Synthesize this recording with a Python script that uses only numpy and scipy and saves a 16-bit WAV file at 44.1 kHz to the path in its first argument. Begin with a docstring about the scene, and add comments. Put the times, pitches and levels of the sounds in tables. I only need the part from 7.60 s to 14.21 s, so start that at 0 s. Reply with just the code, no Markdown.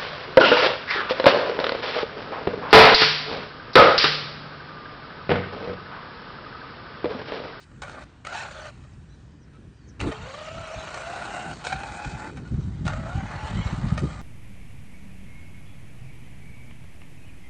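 """Outdoors on gravel, a small electric buggy runs in short bursts of throttle beside a microphone.
Meshing gear teeth whine and scrape, throbbing once a motor turn, and ring the plastic chassis as resonators;
the drive knocks as it takes up slack, and the crunch of gravel (clusters of resonant pings) comes and goes.
Wind eddies (slowly modulated low-frequency noise) buffet the microphone.
A few far birds (gliding sines with echoes) chirp over a quiet hush of flickering filtered noise."""
import sys
import numpy as np
from scipy import signal
from scipy.fft import rfft, irfft, next_fast_len
from scipy.io import wavfile
from scipy.ndimage import uniform_filter1d

SR = 44100
rng = np.random.default_rng(int(sys.argv[2]) if len(sys.argv) > 2 else 0)


def magnitude_from_level(level_db):
    """Linear magnitude for a level in decibels (20 dB per decade)."""
    exponent = np.asarray(level_db, float) / 20
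    return 10 ** exponent


def store_wav(level_fs):
    """Save 16-bit WAV to argv[1]."""
    pcm = np.round(np.clip(np.atleast_2d(level_fs), -1, 1) * 32767)
    wavfile.write(sys.argv[1], SR, pcm.T.astype(np.int16))


N = 291721
T = np.arange(N) / SR  # time, s

# bursts of throttle, one list each: t/s, tooth rate f/Hz, whine level/dB, clatter level/dB, sizzle level/dB
THROTTLE_BURSTS = [
    [(0.219, 602, -47, -51, -55), (0.308, 608, -66, -47, -54.5), (0.374, 592.5, -51, -45.5, -58.5),
     (0.443, 595, -55, -56.5, -55.5)],
    [(0.647, 582.6, -57, -54, -52), (0.686, 641, -41, -51, -52), (0.71, 704.5, -50, -43, -54),
     (0.745, 831, -40.5, -47, -44.5), (0.81, 928, -41, -44.5, -47), (0.86, 700, -50.5, -43, -54.5),
     (0.924, 581, -47.5, -51, -54), (0.986, 630, -48, -50.5, -55.5), (1.074, 598, -44, -49, -52),
     (1.108, 581.1, -51.5, -56, -58)],
    [(2.398, 419.5, -62, -41.5, -40.5), (2.452, 438.6, -42, -42.5, -52), (2.61, 444, -50.5, -48, -59),
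     (2.69, 545.6, -46.5, -48, -56.5), (2.82, 612.3, -44, -49, -53.5), (2.958, 666, -40.5, -48.5, -56.5),
     (3.03, 633, -41, -46, -55.5), (3.32, 638.7, -48, -43, -50), (3.37, 649, -43.5, -40.5, -47.5),
     (3.47, 681.6, -41, -42.5, -48.5), (3.584, 684.3, -43, -41, -48.5), (3.674, 698, -43.5, -41.5, -46),
     (3.88, 738, -38, -43.5, -47.5), (3.94, 779.7, -41, -43, -47)],
    [(4.045, 747.5, -43.5, -41.5, -40), (4.135, 772, -33, -49, -45), (4.153, 769.5, -44.5, -44.5, -46.5),
     (4.26, 813.4, -41.5, -46, -51), (4.4, 834, -40, -44.5, -50), (4.483, 841, -44, -45, -49),
     (4.56, 862, -41.5, -47, -50), (4.681, 868, -40.5, -46, -50.5), (4.705, 873, -43, -48, -57)],
    [(5.25, 614.6, -60, -55, -52), (5.295, 600, -46, -41, -46), (5.32, 610, -43.5, -41.5, -50.5),
     (5.42, 670, -40.5, -47.5, -54.5), (5.52, 721.6, -44.5, -44.5, -52.5), (5.62, 771.4, -47, -46, -56),
     (5.7, 845, -44.5, -44.5, -54.5), (5.8, 872, -47, -42, -51.5), (5.91, 883, -44, -43, -49.5),
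     (5.93, 956, -58, -45.5, -53.5), (5.98, 1013, -50.5, -43.5, -52.5), (6.1, 1107, -60, -42, -52.5),
     (6.2, 1185, -52.5, -45.5, -51.5), (6.355, 1222, -50, -44.5, -52.5), (6.409, 1230, -55, -47.5, -51.5),
     (6.61, 1250, -49.5, -49, -55)],
]
# rolling off throttle: start t/s, clatter level/dB, tub ring level/dB, sizzle level/dB, fade/(dB/s)
COASTING = [(0.0, -68, -59, -56, 13), (0.048, -72, -61.5, -83, -4), (0.443, -59, -60, -68, 48),
            (1.108, -60, -66, -65.5, 27), (3.94, -47.5, -53, -50, -1), (4.705, -55.5, -58, -56.5, 4)]
# colour of each burst as the buggy turns: tub ring over clatter level/dB at its start, at its end,
# initial surge of the sizzle level/dB
FACING_COLOUR = [(4, 2.5, 2.7), (8.5, 4.5, 1.8), (-10, 6, 3.4), (5.5, 2.5, 3.8), (0.5, -11, 4)]
# timbre of the gears: t/s, buzz over whine level/dB, gearbox ring over sizzle level/dB,
# gearbox ring f/Hz, gravel over sizzle level/dB
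GEAR_TIMBRE = [(0.22, 2, -11, 2670, -7), (0.44, -2.5, -8, 2630, -3.5), (0.65, 0, 1, 2890, -1),
               (0.8, -4.5, -16, 3060, 5.5), (1.1, -6, -7, 2730, 2), (2.4, -19, -4.5, 2720, 1),
               (2.62, -2.5, -1, 2780, 9.5), (2.74, -4.5, -9, 2930, 7.5), (2.95, -10.5, 7, 2840, 8),
               (3.2, -10, -2, 2830, 6.5), (3.4, -20, -2.5, 2760, 0), (3.75, -17.5, -1.5, 2790, -13),
               (3.94, -17, -8, 2850, -23), (4.05, -10, -11, 2610, -14), (4.3, -11, 2, 2510, -3),
               (4.7, -19, -6.5, 2540, -14), (5.26, -9, -32, 2880, -19), (5.6, -7, -7, 2950, 0.5),
               (5.9, -8, -10, 2940, 1.5), (5.97, 10, -7, 2970, 1.5), (6.08, 9, -15, 3200, 5.5),
               (6.2, -13, -24, 3030, -18), (6.61, -23, -29, 3050, -12)]
# how deeply the tooth rate hunts up and down: t/s, depth (relative)
HUNT_DEPTH = [(0.2, .04), (1.1, .04), (2.4, .04), (2.75, .028), (3.3, .022), (3.36, .06), (3.9, .055),
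              (4.1, .025), (4.7, .03), (5.3, .04), (5.9, .035), (6.6, .02)]
# axle gear rates as shares of the pinion's tooth rate (ratio)
AXLE_RATE_RATIOS = (.87, 1.11)
# jolts as the teeth bite or a stone strikes the chassis: t/s, peak level/dB, chatter rate f/Hz,
# length t/s, crack over chatter level/dB
JOLTS = [(0.115, -42.5, 578, 0.013, -14), (0.219, -24.5, 843, 0.028, 1), (0.232, -27, 778, 0.016, -7),
         (0.244, -36, 557, 0.013, -8), (0.295, -26.5, 577, 0.0082, -18), (0.328, -30.5, 735, 0.015, -14),
         (0.65, -24, 604, 0.0067, 15), (0.669, -20.5, 646.5, 0.014, -6), (0.741, -21.5, 906, 0.029, -17),
         (0.725, -26, 766, 0.011, -24), (0.91, -29, 560, 0.015, -23.5), (1.237, -43, 624, 0.03, -5),
         (1.876, -51, 1315, 0.02, -9), (1.931, -48, 1301, 0.088, -5), (2.395, -30, 570, 0.016, -6),
         (2.412, -22.5, 648, 0.013, 15), (2.515, -21, 617.6, 0.023, -25), (2.771, -46, 650, 0.018, -13),
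         (3.273, -24, 659, 0.034, -25), (2.864, -29, 611, 0.012, -6), (3.012, -33, 664.5, 0.013, -8),
         (3.342, -21, 600.6, 0.017, -3), (3.374, -25.5, 1084, 0.016, -21), (3.418, -30, 655, 0.016, -5),
         (3.755, -35, 728.5, 0.014, -11), (4.011, -39, 819, 0.034, 1), (4.04, -25.5, 872, 0.014, -6),
         (4.067, -15, 769, 0.018, -4), (4.096, -21, 756, 0.015, -16), (4.12, -13, 800.6, 0.025, -28),
         (4.201, -25, 849, 0.014, -10), (4.233, -20.5, 815.5, 0.015, -21), (4.439, -27, 836, 0.029, -13),
         (4.77, -31, 765, 0.032, -6.5), (4.85, -41, 1440, 0.042, -14), (4.94, -41, 735, 0.013, -1),
         (5.253, -31, 698, 0.01, -2), (5.266, -24, 707, 0.012, -3), (5.278, -16.5, 687.3, 0.013, -4),
         (5.331, -23.5, 621, 0.015, -28), (5.865, -25, 861, 0.022, -22), (6.376, -15.5, 620, 0.017, -6),
         (6.39, -28.5, 639, 0.035, 0)]
# modes of the plastic chassis: f/Hz, bandwidth f/Hz, relative level/dB
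CHASSIS_MODES = [(560, 97, -4), (872, 118, -1.5), (1240, 320, -1), (1398, 120, 1), (1805, 86, -2.5),
                 (2186, 71, 1), (2338, 27, -2), (2680, 320, -15), (3600, 960, -14.5), (3880, 210, -22.5),
                 (5050, 250, -28), (6200, 56, -8.5), (8500, 120, -15)]
# spectral shape of the clatter: f/Hz, relative level/dB
CLATTER_SHAPE = [(210, -42), (350, -4), (526, -6.5), (599, 3), (951, -0.5), (1470, -2.5), (1960, 3),
                 (2490, -10.5), (3200, -56), (4160, -59.5), (7040, -120)]
# spectral shape of the sizzle and gravel: f/Hz, relative level/dB
SIZZLE_SHAPE = [(1470, -9.5), (2500, 0), (3150, -0.5), (4380, -1), (4980, -8.5), (6800, -6), (8520, -6.5),
                (9190, -20), (9960, -65.5), (12900, -104), (21900, -120)]
# the breeze under the gusts: t/s, rumble level/dB, flutter above it level/dB
BREEZE = [(0.0, -50, -4), (0.4, -51, 6), (0.86, -48.5, -7), (0.96, -45, -2.5), (2.03, -49, 1.5),
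          (2.4, -48, 2), (2.89, -50, -5), (3.46, -48.5, 4), (3.83, -49, 17.5), (4.1, -45, 7),
          (4.64, -45.5, 6.5), (4.85, -37.5, 0.5), (5.5, -31, -17.5), (5.9, -43, -14), (6.3, -28.5, -15),
          (6.61, -35.5, -16)]
# eddies that thump the microphone: t/s, peak level/dB, length t/s, flutter above it level/dB
EDDIES = [(0.194, -45.5, 0.2, -1), (0.44, -42.5, 0.037, -3), (2.076, -43.5, 0.063, -19),
          (2.428, -29.5, 0.054, 3), (2.468, -27.5, 0.055, 13), (2.619, -37, 0.092, -20),
          (2.976, -40, 0.12, 2), (3.174, -35.5, 0.037, -32), (3.906, -41.5, 0.099, 1),
          (4.152, -36.5, 0.061, -15), (4.312, -37, 0.029, -22), (4.471, -26.5, 0.028, -25),
          (4.543, -30.5, 0.031, -27), (4.783, -36, 0.056, 0), (4.933, -20, 0.038, -10),
          (4.988, -21, 0.025, -6), (5.069, -27, 0.085, -22), (5.214, -28, 0.019, -16),
          (5.258, -20.5, 0.026, -10), (5.395, -31, 0.041, -14), (5.569, -21, 0.043, -15),
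          (5.641, -28, 0.033, -12), (5.761, -31.5, 0.046, -16), (5.842, -27, 0.031, -20),
          (5.908, -28, 0.029, -28), (5.972, -20.5, 0.078, -8), (6.062, -20.5, 0.014, -20),
          (6.134, -19, 0.017, -8), (6.188, -22.5, 0.022, -17), (6.25, -21, 0.052, -24),
          (6.325, -18, 0.014, -7), (6.443, -22, 0.047, 4.5)]
# spectral shape of the wind rumble before its band limits: f/Hz, relative level/dB
RUMBLE_SHAPE = [(12, -36), (20, -24), (50, 5), (107, 2.5), (141, 3), (242, -9), (344, -19), (380, -28.5),
                (400, -38), (520, -43), (880, -120)]
# far birds: start t/s, length t/s, first f/Hz, middle f/Hz, last f/Hz, level/dB
BIRD_CHIRPS = [(.14, .025, 3100, 2800, 2400, -68), (1.1, .1, 4300, 4200, 4080, -74),
               (1.325, .015, 6500, 5600, 4700, -70), (1.49, .06, 5350, 6100, 5600, -71),
               (1.495, .06, 3750, 4050, 3850, -71), (1.808, .014, 6200, 5900, 5600, -73),
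               (1.826, .012, 6100, 5600, 5000, -68), (1.837, .012, 5900, 5400, 4900, -73),
               (2.14, .13, 5000, 4650, 4300, -74.5), (2.272, .014, 6600, 5800, 5000, -68),
               (2.287, .013, 6800, 5900, 4900, -61), (2.298, .013, 6500, 5800, 5100, -67),
               (6.494, .013, 3500, 3300, 3150, -52)]
# spectral shape of the outdoor hush: f/Hz, relative level/dB
HUSH_SHAPE = [(150, -41), (250, -6), (516, -18), (1030, -16.5), (1300, -17.5), (1550, -16.5), (1800, -16.5),
              (2100, -23.5), (2560, -23), (5460, -30), (9220, -33.5), (9960, -75), (12900, -86),
              (21900, -120)]
# narrow dips that come and go: f/Hz, bandwidth f/Hz, depth about which each wanders (0-1)
TREBLE_DIPS = [(2050, 110, .2), (2750, 130, .3), (3500, 150, .25), (4200, 150, .15), (4900, 200, .7),
               (5900, 250, .3), (6700, 250, .25), (7600, 300, .7), (8200, 250, .5), (9150, 500, .6)]

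PINION_TEETH = 21
TUB_HZ = 1436  # the mode that rings most readily
AXLE_DB, FULL_HUNT = -6, .06  # axle gears have this median level where hunting reaches FULL_HUNT
SURGE_S = 0.018  # the sizzle flares as the motor takes the load
GUST_SKEW = 1.03  # an eddy dies away this much slower than it comes
HUSH_DB = -59


def level(x, db):
    """Normalisation: scale a signal to an rms level in dB."""
    return x * magnitude_from_level(db) / np.sqrt(np.mean(x ** 2))


def curves(rows):
    """Linear interpolation: columns of a table as one value per sample."""
    s, *columns = np.transpose(rows)
    return [np.interp(T, s, c) for c in columns]


def colour(x, points):
    """Linear filtering: weight the spectrum by (Hz, dB) points on a logarithmic frequency axis."""
    hz, db = np.transpose(points)
    size = next_fast_len(N)
    f = np.maximum(np.arange(size // 2 + 1) * SR / size, 1)
    gain = magnitude_from_level(np.interp(np.log(f), np.log(hz), db))
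    return irfft(rfft(x, size) * gain, size)[:N]


def ring(x, hz, width_hz):
    """Resonance: a single mode with quality factor hz / width_hz."""
    return signal.lfilter(*signal.iirpeak(hz, hz / width_hz, SR), x)


def sliding_ring(x, hz, width_hz):
    """Heterodyning: shift to zero frequency, smooth and shift back, so the resonance can move."""
    turn = np.exp(2j * np.pi * np.cumsum(hz) / SR)
    slow = signal.lfilter([1], [1, -np.exp(-np.pi * width_hz / SR)], x / turn)
    return (slow * turn).real


def walk(rate):
    """Random modulation: levels held 1 / rate s and slewed twice, with a spread near 1."""
    k = int(SR / rate)
    held = np.repeat(rng.standard_normal(N // k + 1), k)
    return 1.3 * uniform_filter1d(uniform_filter1d(held, k), k)[:N]


def grit(rate, spread_db):
    """Random impulses: sparse clicks, mostly small, a few large, at unit rms."""
    hit = rng.random(N) < rate / SR
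    size_db = spread_db * np.minimum(rng.exponential(size=N), 3.5)
    return level(hit * rng.standard_normal(N) * magnitude_from_level(size_db), 0)


def grain(x, flicker_db):
    """Independent band modulation: each third of an octave of the treble flickers on its own."""
    return sum(magnitude_from_level(flicker_db * walk(45)) * ring(x, hz, hz / 5) for hz in np.geomspace(1600, 9000, num=9))


def chassis(x, flicker_db=0.):
    """Modal superposition: tub and shell ring when shaken; with flicker each mode rattles in its own time."""
    out = 0
    for hz, width_hz, db in CHASSIS_MODES:
        if flicker_db:
            db = db + flicker_db * walk(30)
        out = out + magnitude_from_level(db) * ring(x, hz, width_hz)
    return out


def drive():
    """Gear-mesh excitation: uneven teeth, loaded once a turn by the off-centre pinion, whine and rattle."""
    hz, whine_db, clatter_db, sizzle_db = curves([row for burst in THROTTLE_BURSTS for row in burst])
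    buzz_over_db, box_db, box_hz, gravel_db = curves(GEAR_TIMBRE)
    on = sum((T > burst[0][0]) & (T < burst[-1][0]) for burst in THROTTLE_BURSTS)
    on = uniform_filter1d(1. * on, size=60)
    hunt = curves(HUNT_DEPTH)[0]
    teeth = np.cumsum(hz * (1 + .02 * walk(70) + .5 * hunt * walk(28))) / SR  # teeth passed so far
    turn = 2 * np.pi * teeth / PINION_TEETH
    load_db = 3.2 * np.cos(turn) + 0.42 * np.cos(2 * turn + 1.0) + 1.36 * walk(45)
    whine = on * gear_whine(teeth, load_db, hunt, whine_db, whine_db + buzz_over_db)
    shake = scrape(teeth, on, load_db)
    body, tub, sizzle = rattle(shake)
    moving_hz = box_hz * (1 + 0.0088 * walk(25))
    box = level(magnitude_from_level(1.6 * walk(40)) * sliding_ring(shake, moving_hz, 170), 0)
    treble = sizzle + magnitude_from_level(box_db) * box + magnitude_from_level(gravel_db) * level(colour(gravel(), SIZZLE_SHAPE), 0)
    clatter_db, tub_db, treble_db = rattle_levels(clatter_db, sizzle_db)
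    return magnitude_from_level(clatter_db) * body + magnitude_from_level(tub_db) * tub + magnitude_from_level(treble_db) * treble + whine


def gear_whine(teeth, load_db, hunt, whine_db, buzz_db):
    """Harmonic synthesis: the tooth rate and its partials, amplitude-modulated by the load."""
    # play in the gears makes each tooth land early or late, which smears the upper partials most
    mesh = 2 * np.pi * teeth + .28 * walk(250)
    # the axle gears sing just under and over the pinion, coming and going
    axles = sum(magnitude_from_level(AXLE_DB + 5 * walk(22)) * np.sin(ratio * mesh) for ratio in AXLE_RATE_RATIOS)
    pinion = magnitude_from_level(2.8 * walk(22.21)) * np.sin(mesh)
    tone = magnitude_from_level(load_db) * (pinion + axles * hunt / FULL_HUNT)
    partials = sum(magnitude_from_level(-6. * k + 2.7 * walk(60)) * np.sin(k * mesh + .5 * walk(150)) for k in range(2, 5))
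    bite = magnitude_from_level(load_db) * partials
    buzz = level(bite, -4.0) + level(chassis(bite), 0.72)
    return magnitude_from_level(whine_db) * level(tone, 1.26) + magnitude_from_level(buzz_db) * buzz


def scrape(teeth, on, load_db):
    """Friction noise: loose teeth, bearings and tyres scrape after each tooth, with grit thrown up."""
    after_tooth = np.exp(-(teeth % 1) / 0.57)  # decay in tooth periods
    noise = (0.79 + on * after_tooth) * rng.standard_normal(N)
    return magnitude_from_level(0.43 * on * load_db) * (level(noise, 0) + magnitude_from_level(-2.5) * grit(1500, 1.4))


def rattle(shake):
    """Forced vibration: one shaking drives the chassis body, the tub mode and the treble sizzle."""
    panels = chassis(shake, flicker_db=2.2)
    low, high = (signal.sosfilt(signal.butter(4, 2700, side, fs=SR, output="sos"), panels)
                 for side in ("low", "high"))
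    body = level(magnitude_from_level(1.45 * walk(25)) * colour(shake, CLATTER_SHAPE), 0.13) + level(low, -1.4)
    tub = level(ring(ring(shake, TUB_HZ, 230), TUB_HZ, 330), -4.0)
    sizzle = level(grain(colour(shake, SIZZLE_SHAPE), flicker_db=4.5), -2.2) + level(high, -13.0)
    return body, tub, sizzle


def rattle_levels(clatter_db, sizzle_db):
    """Envelopes: clatter, tub and treble follow each burst, then the coasting that comes after it."""
    clatter_db, tub_db, treble_db = clatter_db.copy(), clatter_db.copy(), sizzle_db.copy()
    for burst, (tub_first, tub_last, surge_db) in zip(THROTTLE_BURSTS, FACING_COLOUR):
        start, end = burst[0][0], burst[-1][0]
        now = T >= start
        tub_db[now] = (clatter_db + np.interp(T, [start, end], [tub_first, tub_last]))[now]
        treble_db[now] = sizzle_db[now] + surge_db * np.exp(-(T[now] - start) / SURGE_S)
    for s, *first_db, fade in COASTING:
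        next_burst = min(burst[0][0] for burst in THROTTLE_BURSTS if burst[0][0] > s)
        now = (T >= s) & (T < next_burst)
        for curve, db in zip((clatter_db, tub_db, treble_db), first_db):
            curve[now] = db - fade * (T[now] - s)
    return [uniform_filter1d(c, size=350) for c in (clatter_db, tub_db, treble_db)]


def gravel():
    """Damped resonance: stones of many sizes crunch under the tyres, each size with a short, soft ping."""
    out = 0
    for hz in np.geomspace(1100, 7500, num=28):
        ping = ring(ring(grit(220, .8), hz, 150), hz, 300)
        out = out + magnitude_from_level(3 * walk(12)) * ping
    return level(out, 0)


def knocks():
    """Impact excitation: a few hard tooth strikes in a row, opened by a crack, ring the chassis."""
    out = np.zeros(N + SR)
    t = T[:3000]
    noise = rng.standard_normal((len(JOLTS), len(t)))
    for (s, db, hz, length, crack_db), n in zip(JOLTS, noise):
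        swell = np.sin(np.pi * np.clip(t / length, 0, 1) ** 0.57) ** 2
        strikes = np.diff(np.floor(hz * t), prepend=0) * (1 + 0.77 * n)
        strikes = signal.lfilter([1], [1, -.75], swell * strikes)  # plastic teeth give a soft contact
        chatter = chassis(strikes) + .5 * ring(strikes, hz, 240)
        crack = n * np.minimum(t / 0.0036, 1) * np.exp(-t / (0.16 * length))
        crack = chassis(crack) + .09 * crack
        hit = chatter / np.abs(chatter).max() + magnitude_from_level(crack_db) * crack / np.abs(crack).max()
        i = int(s * SR) - 40  # samples; starts just ahead of the listed time
        out[i:i + len(t)] += magnitude_from_level(db) * hit / np.abs(hit).max()
    return out[:N]


def wind():
    """Turbulent pressure: eddies thump on the microphone port as low noise, with a higher flutter."""
    breeze_db, flutter_db = curves(BREEZE)
    low = magnitude_from_level(breeze_db + 1.5 * walk(12))
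    high = low * magnitude_from_level(flutter_db + 2.96 * walk(9))
    for s, db, length, above_db in EDDIES:
        half = length * np.where(T > s, GUST_SKEW, 1) / 2
        eddy = magnitude_from_level(db) * np.exp(-((T - s) / half) ** 2)
        low, high = np.hypot(low, eddy), np.hypot(high, magnitude_from_level(above_db) * eddy)  # powers add
    rumble = colour(rng.standard_normal(N), RUMBLE_SHAPE)
    # compress the rumble, so each gust holds its strength more evenly
    rumble = rumble / uniform_filter1d(rumble ** 2, size=900) ** 0.21
    flutter = ring(ring(rng.standard_normal(N), 215, 240), 270, 410)
    air = low * level(rumble, 0.043) + high * level(magnitude_from_level(2.3 * walk(40)) * flutter, -10.5)
    return signal.sosfilt(signal.butter(3, [36, 520], "band", fs=SR, output="sos"), air)


def birds():
    """Frequency modulation: short gliding whistles waver, smeared by echoes off the ground and walls."""
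    out = np.zeros(N)
    waver = magnitude_from_level(2.5 * walk(120))
    for s, length, *hz, db in BIRD_CHIRPS:
        u = np.arange(int(length * SR)) / (length * SR)  # progress through the chirp, 0-1
        pitch = np.polyval(np.polyfit([0, .5, 1], hz, 2), u)
        whistle = np.sin(np.pi * u) ** 0.31 * np.sin(2 * np.pi * np.cumsum(pitch) / SR)
        i = int(s * SR)
        out[i:i + len(u)] += magnitude_from_level(db) * whistle
    echoes = rng.standard_normal(2500) * np.exp(-T[:2500] / .009)
    return waver * out + magnitude_from_level(-19) * signal.fftconvolve(out, echoes)[:N]


def hush():
    """Incoherent sources: distant traffic and leaves as noise, every third of an octave flickering alone."""
    air = rng.standard_normal(N)
    bands = sum(magnitude_from_level(2.5 * walk(7)) * ring(air, hz, hz / 4) for hz in np.geomspace(200, 9500, num=18))
    return level(magnitude_from_level(0.69 * walk(4.0)) * colour(bands, HUSH_SHAPE), HUSH_DB)


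def scene():
    """Superposition: all sound pressures add at one microphone."""
    return (drive() + knocks() + wind() + birds() + hush())[None]


def roll_off(x):
    """The treble ends steeply here."""
    return signal.sosfilt(signal.butter(12, 10110, fs=SR, output="sos"), x)


def record(dry):
    """Band rejection: narrow bands sink away for a moment and return; a steep low-pass cuts the top."""
    for hz, width_hz, depth in TREBLE_DIPS:
        dry = dry - np.clip(depth + 1.1 * walk(11), 0, 1) * ring(dry, hz, width_hz)
    mix = signal.sosfilt(signal.ellip(8, .3, 60, 9200, fs=SR, output="sos"), dry)
    return roll_off(mix)


dry = scene()
out = record(dry)
store_wav(out)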